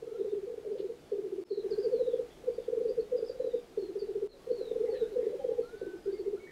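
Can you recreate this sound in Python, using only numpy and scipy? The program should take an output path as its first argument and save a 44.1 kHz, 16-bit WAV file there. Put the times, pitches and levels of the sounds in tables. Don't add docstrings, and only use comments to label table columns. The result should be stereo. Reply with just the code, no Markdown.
import sys
import numpy as np
from scipy import signal
from scipy.fft import rfft, irfft, next_fast_len
from scipy.io import wavfile
from scipy.ndimage import uniform_filter1d, map_coordinates

SR = 44100
rng = np.random.default_rng(int(sys.argv[2]) if len(sys.argv) > 2 else 0)


def int16_out(signal):
    q = np.round(np.clip(np.atleast_2d(signal).T, -1, 1) * 32767)
    wavfile.write(sys.argv[1], SR, q.astype(np.int16))


N = 287091
TIME = np.arange(N) / SR


def amp(db):
    return 10 ** (np.asarray(db) / 20)


def unit(x):
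    return x / np.sqrt(np.mean(x ** 2) + 1e-20)


def read(points, hz):
    f, value = np.transpose(points)
    return np.interp(np.log(hz + 1), np.log(f + 1), value)


def sine(hz):
    return np.sin(2 * np.pi * np.cumsum(hz) / SR)


def add(mix, start_s, sound):
    at = int(round(start_s * SR))
    sound = sound[max(-at, 0):]
    part = mix[max(at, 0):][:len(sound)]
    part += sound[:len(part)]


def band(size, hz, width_hz):
    f = np.fft.rfftfreq(next_fast_len(size + 4096), 1 / SR)
    spectrum = rng.standard_normal(len(f)) + 1j * rng.standard_normal(len(f))
    resonance = 1 / (1 + (2 * (f - hz) / width_hz) ** 4)
    return unit(irfft(spectrum * resonance))[:size]


def song():
    # t/s into the part, level/dB, f/Hz, swell/s, fade/s
    opening = [(0.0, -24.5, 424, 0.0038, 0.013), (0.048, -30, 392, 0.003, 0.015),
               (0.116, -33.5, 386, 0.007, 0.017)]
    # t/s into the part, level/dB, f/Hz, swell/s, fade/s
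    roll = [(0.0, -26.5, 425, 0.006, 0.018), (0.066, -27, 422, 0.0073, 0.016),
            (0.135, -28, 422, 0.009, 0.023), (0.204, -25.0, 428, 0.009, 0.017),
            (0.272, -24.0, 429, 0.0077, 0.016), (0.354, -23, 439, 0.022, 0.011),
            (0.433, -21.0, 451, 0.022, 0.005), (0.502, -22, 472, 0.019, 0.008),
            (0.569, -23, 475, 0.014, 0.007), (0.627, -20.5, 478, 0.007, 0.0056),
            (0.683, -23.5, 477, 0.0096, 0.0061)]
    # t/s into the part, level/dB, f/Hz, swell/s, fade/s
    flourish = [(0.0, -22, 472, 0.014, 0.004), (0.097, -25.5, 472, 0.0048, 0.0035),
                (0.197, -24.0, 465, 0.0053, 0.0045), (0.245, -24, 475, 0.0083, 0.005),
                (0.289, -24.5, 443, 0.0098, 0.0083), (0.326, -24.0, 468, 0.011, 0.005),
                (0.369, -23.5, 461, 0.0066, 0.0084), (0.405, -27.5, 426, 0.011, 0.0093),
                (0.419, -29, 498, 0.013, 0.006), (0.5, -22, 460, 0.012, 0.012),
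                (0.641, -23.5, 491, 0.01, 0.0073), (0.665, -24, 486, 0.015, 0.0094),
                (0.701, -26.5, 461, 0.0034, 0.0035), (0.74, -23.0, 458, 0.0044, 0.006),
                (0.811, -27, 485, 0.0045, 0.0042), (0.869, -39, 508, 0.009, 0.0071),
                (0.916, -23.5, 499, 0.0064, 0.0044), (0.958, -24, 479, 0.0062, 0.0059),
                (0.984, -24, 477, 0.0042, 0.0055), (1.059, -21.5, 469, 0.011, 0.0057)]
    # part, number of coos, start t/s, time stretch [factor], pitch [factor], gain/dB
    part_order = [("flourish", 20, -.17, 1.016, 0.97, -8.5), ("opening", 3, 1.123, 1.226, 1.075, -.5),
                  ("roll", 2, 1.327, .926, .94, -2.5), ("roll", 11, 1.515, 1, 1, 0),
                  ("flourish", 20, 2.49, 1, 1, 0), ("opening", 3, 3.779, 0.99, 1.04, 0.46),
                  ("roll", 5, 3.961, 0.98, 1.005, -1.85), ("flourish", 20, 4.516, 1.02, 0.99, 0.61),
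                  ("opening", 3, 5.819, 1.046, 1.01, -1.3), ("roll", 5, 6.065, 1, 0.97, -3.5)]
    parts = {"opening": (opening, 99.9), "roll": (roll, 78.1), "flourish": (flourish, 56)}
    coos = []
    for part, count, start_s, stretch, pitch, gain_db in part_order:
        rows, fall_hz = parts[part]
        for s, db, hz, swell_s, fade_s in rows[:count]:
            coos.append((start_s + stretch * s, db + gain_db, hz * pitch, swell_s, fade_s, fall_hz))
    return coos


def further_coos(fall_hz=50.02):
    # t/s, level/dB, f/Hz, swell/s, fade/s
    more_coos = [(.198, -32, 385.7, 0.013, 0.011), (.214, -26, 412, 0.0083, 0.0085),
                 (.256, -28.5, 430.8, 0.008, .022), (.334, -23.5, 414.2, .01, 0.0055),
                 (.379, -33, 403, 0.013, 0.017), (.438, -34, 397.4, 0.011, 0.013),
                 (.672, -31, 425.6, 0.013, .017), (.721, -27, 420, 0.011, 0.012),
                 (.802, -27.5, 395, .007, 0.0048), (.848, -32.5, 404, 0.0087, 0.024),
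                 (1.136, -26.5, 440, 0.0051, 0.014), (1.188, -29, 425, .007, .012),
                 (1.252, -30, 402, .015, .008), (2.443, -39, 485, .004, .004),
                 (4.478, -34.5, 465, 0.0092, 0.0046), (4.593, -34, 400, .012, 0.011),
                 (4.668, -34.5, 455, 0.022, 0.017), (4.975, -39, 508, .015, .025),
                 (5.13, -34, 405, 0.016, 0.013), (5.232, -29, 450, .004, .005),
                 (5.25, -35, 404, .008, .019), (5.293, -33.5, 409, 0.032, .014),
                 (5.333, -38.5, 550, .008, .008), (5.352, -33.5, 400, .015, 0.013),
                 (5.404, -33.5, 535, 0.0094, 0.0083), (5.742, -37.5, 440, 0.013, 0.015),
                 (5.821, -24.5, 430, 0.0032, .005), (6.089, -27.5, 398, 0.0131, 0.015),
                 (6.285, -30, 412, 0.0098, 0.0066), (6.43, -45, 405, 0.018, .04)]
    return [(*row, fall_hz) for row in more_coos]


def coo(coos):
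    fall_s, waver = 0.02, 0.0055
    lead_in, shoulder, shoulder_length = 0.06, 0.11, 2.1
    octave_db, flutter_db = -47, -37
    gulp_db, gulp_s, gulp_delay_s = -22, 0.011, 0.0049
    gulp_pitch, gulp_fall = 0.7, 0.2
    out = np.zeros(N)
    t = np.arange(-SR // 10, SR // 10) / SR
    window = signal.windows.tukey(len(t), .5)
    for s, db, hz, swell_s, fade_s, fall_hz in coos:
        phase, angle = rng.random(2)
        u = t / np.where(t < 0, swell_s, fade_s)
        skirt = np.where(t < 0, lead_in, shoulder)
        swell = (1 - skirt) * np.exp(-u ** 2) + skirt * np.exp(-abs(u) / shoulder_length)
        pitch_hz = hz * (1 + waver * band(len(t), 0, 380)) - fall_hz * np.tanh(t / fall_s)
        tone = swell * np.cos(2 * np.pi * (np.cumsum(pitch_hz) / SR + phase))
        v = 2 * (t - gulp_delay_s) / gulp_s
        skid = np.cumsum(hz * (gulp_pitch - gulp_fall * np.tanh(v / 2))) / SR
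        gulp = amp(gulp_db) * np.exp(-v ** 2 / 2) * np.cos(2 * np.pi * (skid + angle))
        add(out, s + t[0], amp(db) * (tone + gulp) * window)
    wave = signal.hilbert(out, next_fast_len(N))[:N]
    octave = (wave ** 2).real / (abs(wave) + 1e-6)
    flutter = uniform_filter1d(abs(wave), 700) * band(N, 196, 150)
    return out + amp(octave_db) * octave + amp(flutter_db) * flutter


def murmur(near, follow_db=-22, far_db=-63):
    keep = np.exp(-1 / (0.017 * SR))
    run = np.sqrt(signal.lfilter([1 - keep], [1, -keep], near ** 2))
    trail = amp(follow_db) * run * band(N, 449, 150)
    lek = amp(far_db) * band(N, 409, 190)
    return (trail + lek) * background()


def slides():
    # t/s, length/s, first f/Hz, last f/Hz, level/dB, trill depth/Hz
    falling_notes = [(1.488, 0.15, 4360, 3930, -58.5, 180), (1.895, 0.31, 4590, 3300, -62.5, 150),
                     (3.365, 0.26, 4230, 3580, -66, 130), (3.765, 0.14, 4510, 4130, -63.5, 42),
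                     (4.285, 0.069, 4420, 3930, -59.5, 150), (4.535, .21, 4620, 3530, -59.5, 45),
                     (4.885, .19, 4660, 3573, -60.5, 55), (5.61, .11, 4403, 3928, -66.5, 169)]
    return falling_notes


def chips(length_s=0.0432, trill_depth_hz=135):
    # t/s, first f/Hz, glide/Hz, level/dB
    short_notes = [(.2, 3700, -40, -69), (.29, 3750, -60, -69), (1.447, 5240, -30, -66),
                   (1.704, 4940, -750, -52.5), (1.78, 4620, 580, -57), (1.822, 4890, -340, -55),
                   (2.3, 3420, -120, -67), (2.53, 4700, -40, -65), (2.63, 3350, 60, -68),
                   (2.878, 4560, 260, -58.5), (2.985, 4440, -150, -60.5), (3.162, 5000, -300, -59),
                   (3.243, 4700, 600, -58.5), (3.28, 4800, -120, -57), (3.988, 4790, -320, -56.5),
                   (4.51, 4250, 201, -60), (6.115, 4550, 210, -61.5), (6.172, 4480, -21.5, -64)]
    return [(s, length_s, hz, hz + glide_hz, db, trill_depth_hz) for s, hz, glide_hz, db in short_notes]


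def twitter(count=110, db=-79, low_hz=3200, high_hz=4900):
    when, length, pitch, slide, depth = rng.random((count, 5)).T
    first_hz = low_hz + (high_hz - low_hz) * pitch
    last_hz = first_hz * (1 - 0.11 * slide)
    length_s = 0.026 + 0.088 * length
    return np.transpose([when * N / SR, length_s, first_hz, last_hz, np.full(count, db), 90 * depth])


def songbirds(rows, trill_hz=100, unsteady=.35, flicker=0.46, fade_db=-3):
    out = np.zeros(N)
    for s, length_s, first_hz, last_hz, db, depth_hz in rows:
        size = int(length_s * SR)
        u = np.linspace(0, 1, size)
        trill = sine(trill_hz * (1 + unsteady * band(size, 0, 120)))
        hz = last_hz + (first_hz - last_hz) * (1 - u) ** 1.3 + depth_hz * trill
        level = amp(db + fade_db * (u - .5)) * signal.windows.tukey(size, .35)
        level = level * (1 + flicker * band(size, 0, 290))
        add(out, s, level * sine(hz))
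    return out


def far_notes(slur=0.43, waver=0.0048, edges_s=0.031):
    # t/s, length/s, first f/Hz, held f/Hz, level/dB
    clear_notes = [(0.143, 0.046, 1290, 1420, -64), (0.633, 0.15, 620, 594, -52),
                   (4.33, 0.053, 574, 540, -52.5), (4.349, 0.12, 1020, 1120, -70),
                   (4.873, 0.044, 796, 842, -52), (5.394, 0.044, 823, 780, -47.5),
                   (5.484, 0.069, 840, 816.7, -56), (5.565, 0.037, 800, 800, -53),
                   (5.62, .368, 1295, 1511, -58), (6.045, 0.083, 1280, 1590, -64),
                   (6.127, .07, 2090, 2147, -66), (6.235, .06, 2110, 2125, -68),
                   (3.529, 0.16, 4850, 4780, -76), (5.95, .14, 5050, 4962, -74),
                   (6.36, 0.036, 1180, 1486, -59), (6.389, 0.12, 2195, 2243, -59)]
    out = np.zeros(N)
    for s, length_s, first_hz, held_hz, db in clear_notes:
        size = int(length_s * SR)
        t = np.arange(size) / SR
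        rest = np.clip(1 - t / (slur * length_s + 0.018), 0, 1) ** 1.6
        hz = (held_hz + (first_hz - held_hz) * rest) * (1 + waver * band(size, 0, 150))
        add(out, s, amp(db) * signal.windows.tukey(size, edges_s / length_s) * sine(hz))
    return out


def rasps(rattle_hz=70, rattle=0.15, widen=1.63):
    # t/s, length/s, centre f/Hz, width/Hz before widening, level/dB
    hoarse_calls = [(0.035, 0.16, 1340, 108.5, -74), (0.776, 0.042, 3580, 1410, -61.5),
                    (1.673, .22, 1590, 80, -68.5), (3.149, .25, 1520, 320, -72),
                    (4.848, 0.057, 2020, 198, -65.5), (4.924, 0.061, 1830, 221.3, -59.5),
                    (4.942, 0.047, 2880, 1300, -63), (4.979, 0.13, 1542, 220, -65.5),
                    (5.185, 0.14, 1898, 350, -67.5), (6.463, 0.061, 1900, 150, -56)]
    out = np.zeros(N)
    for s, length_s, hz, width_hz, db in hoarse_calls:
        size = int(length_s * SR)
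        throb = 1 + rattle * np.sin(2 * np.pi * rattle_hz * np.arange(size) / SR)
        air = band(size, hz, width_hz * widen)
        add(out, s, amp(db) * signal.windows.tukey(size, .5) * throb * air)
    return out


def place(x, right_db, lag):
    late = map_coordinates(x, [np.arange(N) - lag], order=3)
    return np.array([x * amp(-right_db / 2), late * amp(right_db / 2)])


def moor(x, t60):
    t = np.arange(SR // 2) / SR
    tail = rng.standard_normal((2, len(t))) * amp(-60 * t / t60) * (1 - np.exp(-t / 0.047))
    return signal.fftconvolve(x[None], tail / np.linalg.norm(tail[0]), axes=1)[:, :N]


def hush(air_db=-59):
    # f/Hz, relative level/dB
    colour = [(25, -77.5), (90, -74.5), (250, -69.5), (450, -73), (700, -74), (1000, -81.5), (2000, -85),
              (4000, -88.5), (6000, -92), (10000, -96.5), (15500, -102.5)]
    # f/Hz, likeness [0-1]
    likeness = [(50, .9), (180, 0.48), (700, 0.21), (8000, 0)]
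    # t/s, level/dB
    rumble_level = [(0, -77), (1.45, -86), (1.7, -71.5), (3.6, -69.5), (6.5, -70.5)]
    hz = np.fft.rfftfreq(N, 1 / SR)
    left, other = rfft(rng.standard_normal((2, N)))
    same = read(likeness, hz)
    right = same * left + np.sqrt(1 - same ** 2) * other
    air = unit(irfft(np.array([left, right]) * amp(read(colour, hz)), N))
    rumble = amp(np.interp(TIME, *np.transpose(rumble_level))) * band(N, 42, 38)
    return (amp(air_db) * air + rumble) * background()


def background():
    # t/s, gain/dB
    gain_points = [(0, 1.5), (1.435, 1.5), (1.441, -5), (1.53, -2.5), (1.68, 4), (2.6, 3), (4.272, 2),
                   (4.28, -1), (4.42, 3), (5, 4), (6.5, 1.5)]
    return amp(np.interp(TIME, *np.transpose(gain_points)))


def scene():
    near = coo(song() + further_coos())
    high = songbirds(slides()) + songbirds(chips()) + songbirds(twitter()) * background()
    far = far_notes() + rasps()
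    grouse = place(near + murmur(near), right_db=5.0, lag=-.4) + amp(-17.5) * moor(near, t60=0.16)
    birds = place(high, right_db=5, lag=1.77) + amp(-12.5) * moor(high, t60=0.31)
    others = place(far, right_db=1.0, lag=0) + amp(-15.5) * moor(far, t60=0.25)
    return grouse + birds + others + hush()


def dips():
    # t/s, depth/dB, recovery/s
    drops = [(1.438, -45, 0.01), (4.274, -11, 0.047)]
    gain_db = np.zeros(N)
    for s, depth_db, recovery_s in drops:
        gain_db += depth_db * (TIME > s) * np.exp(-abs(TIME - s) / recovery_s)
    return amp(gain_db)


def record(dry, notch=0.94, ring=0.52, hum_hz=60, edge_hz=15720):
    size = next_fast_len(N + SR // 2)
    delay = np.exp(-2j * np.pi * np.fft.rfftfreq(size, 1 / SR) / hum_hz)
    comb = (1 - notch * delay) / (1 - ring * delay)
    dehummed = irfft(rfft(dry, size) * comb, size)[:, :N]
    lowpass = signal.firwin(1023, edge_hz, window=("kaiser", 9), fs=SR)
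    return signal.oaconvolve(dehummed * dips(), lowpass[None], "same")


dry = scene()
out = record(dry)
int16_out(out)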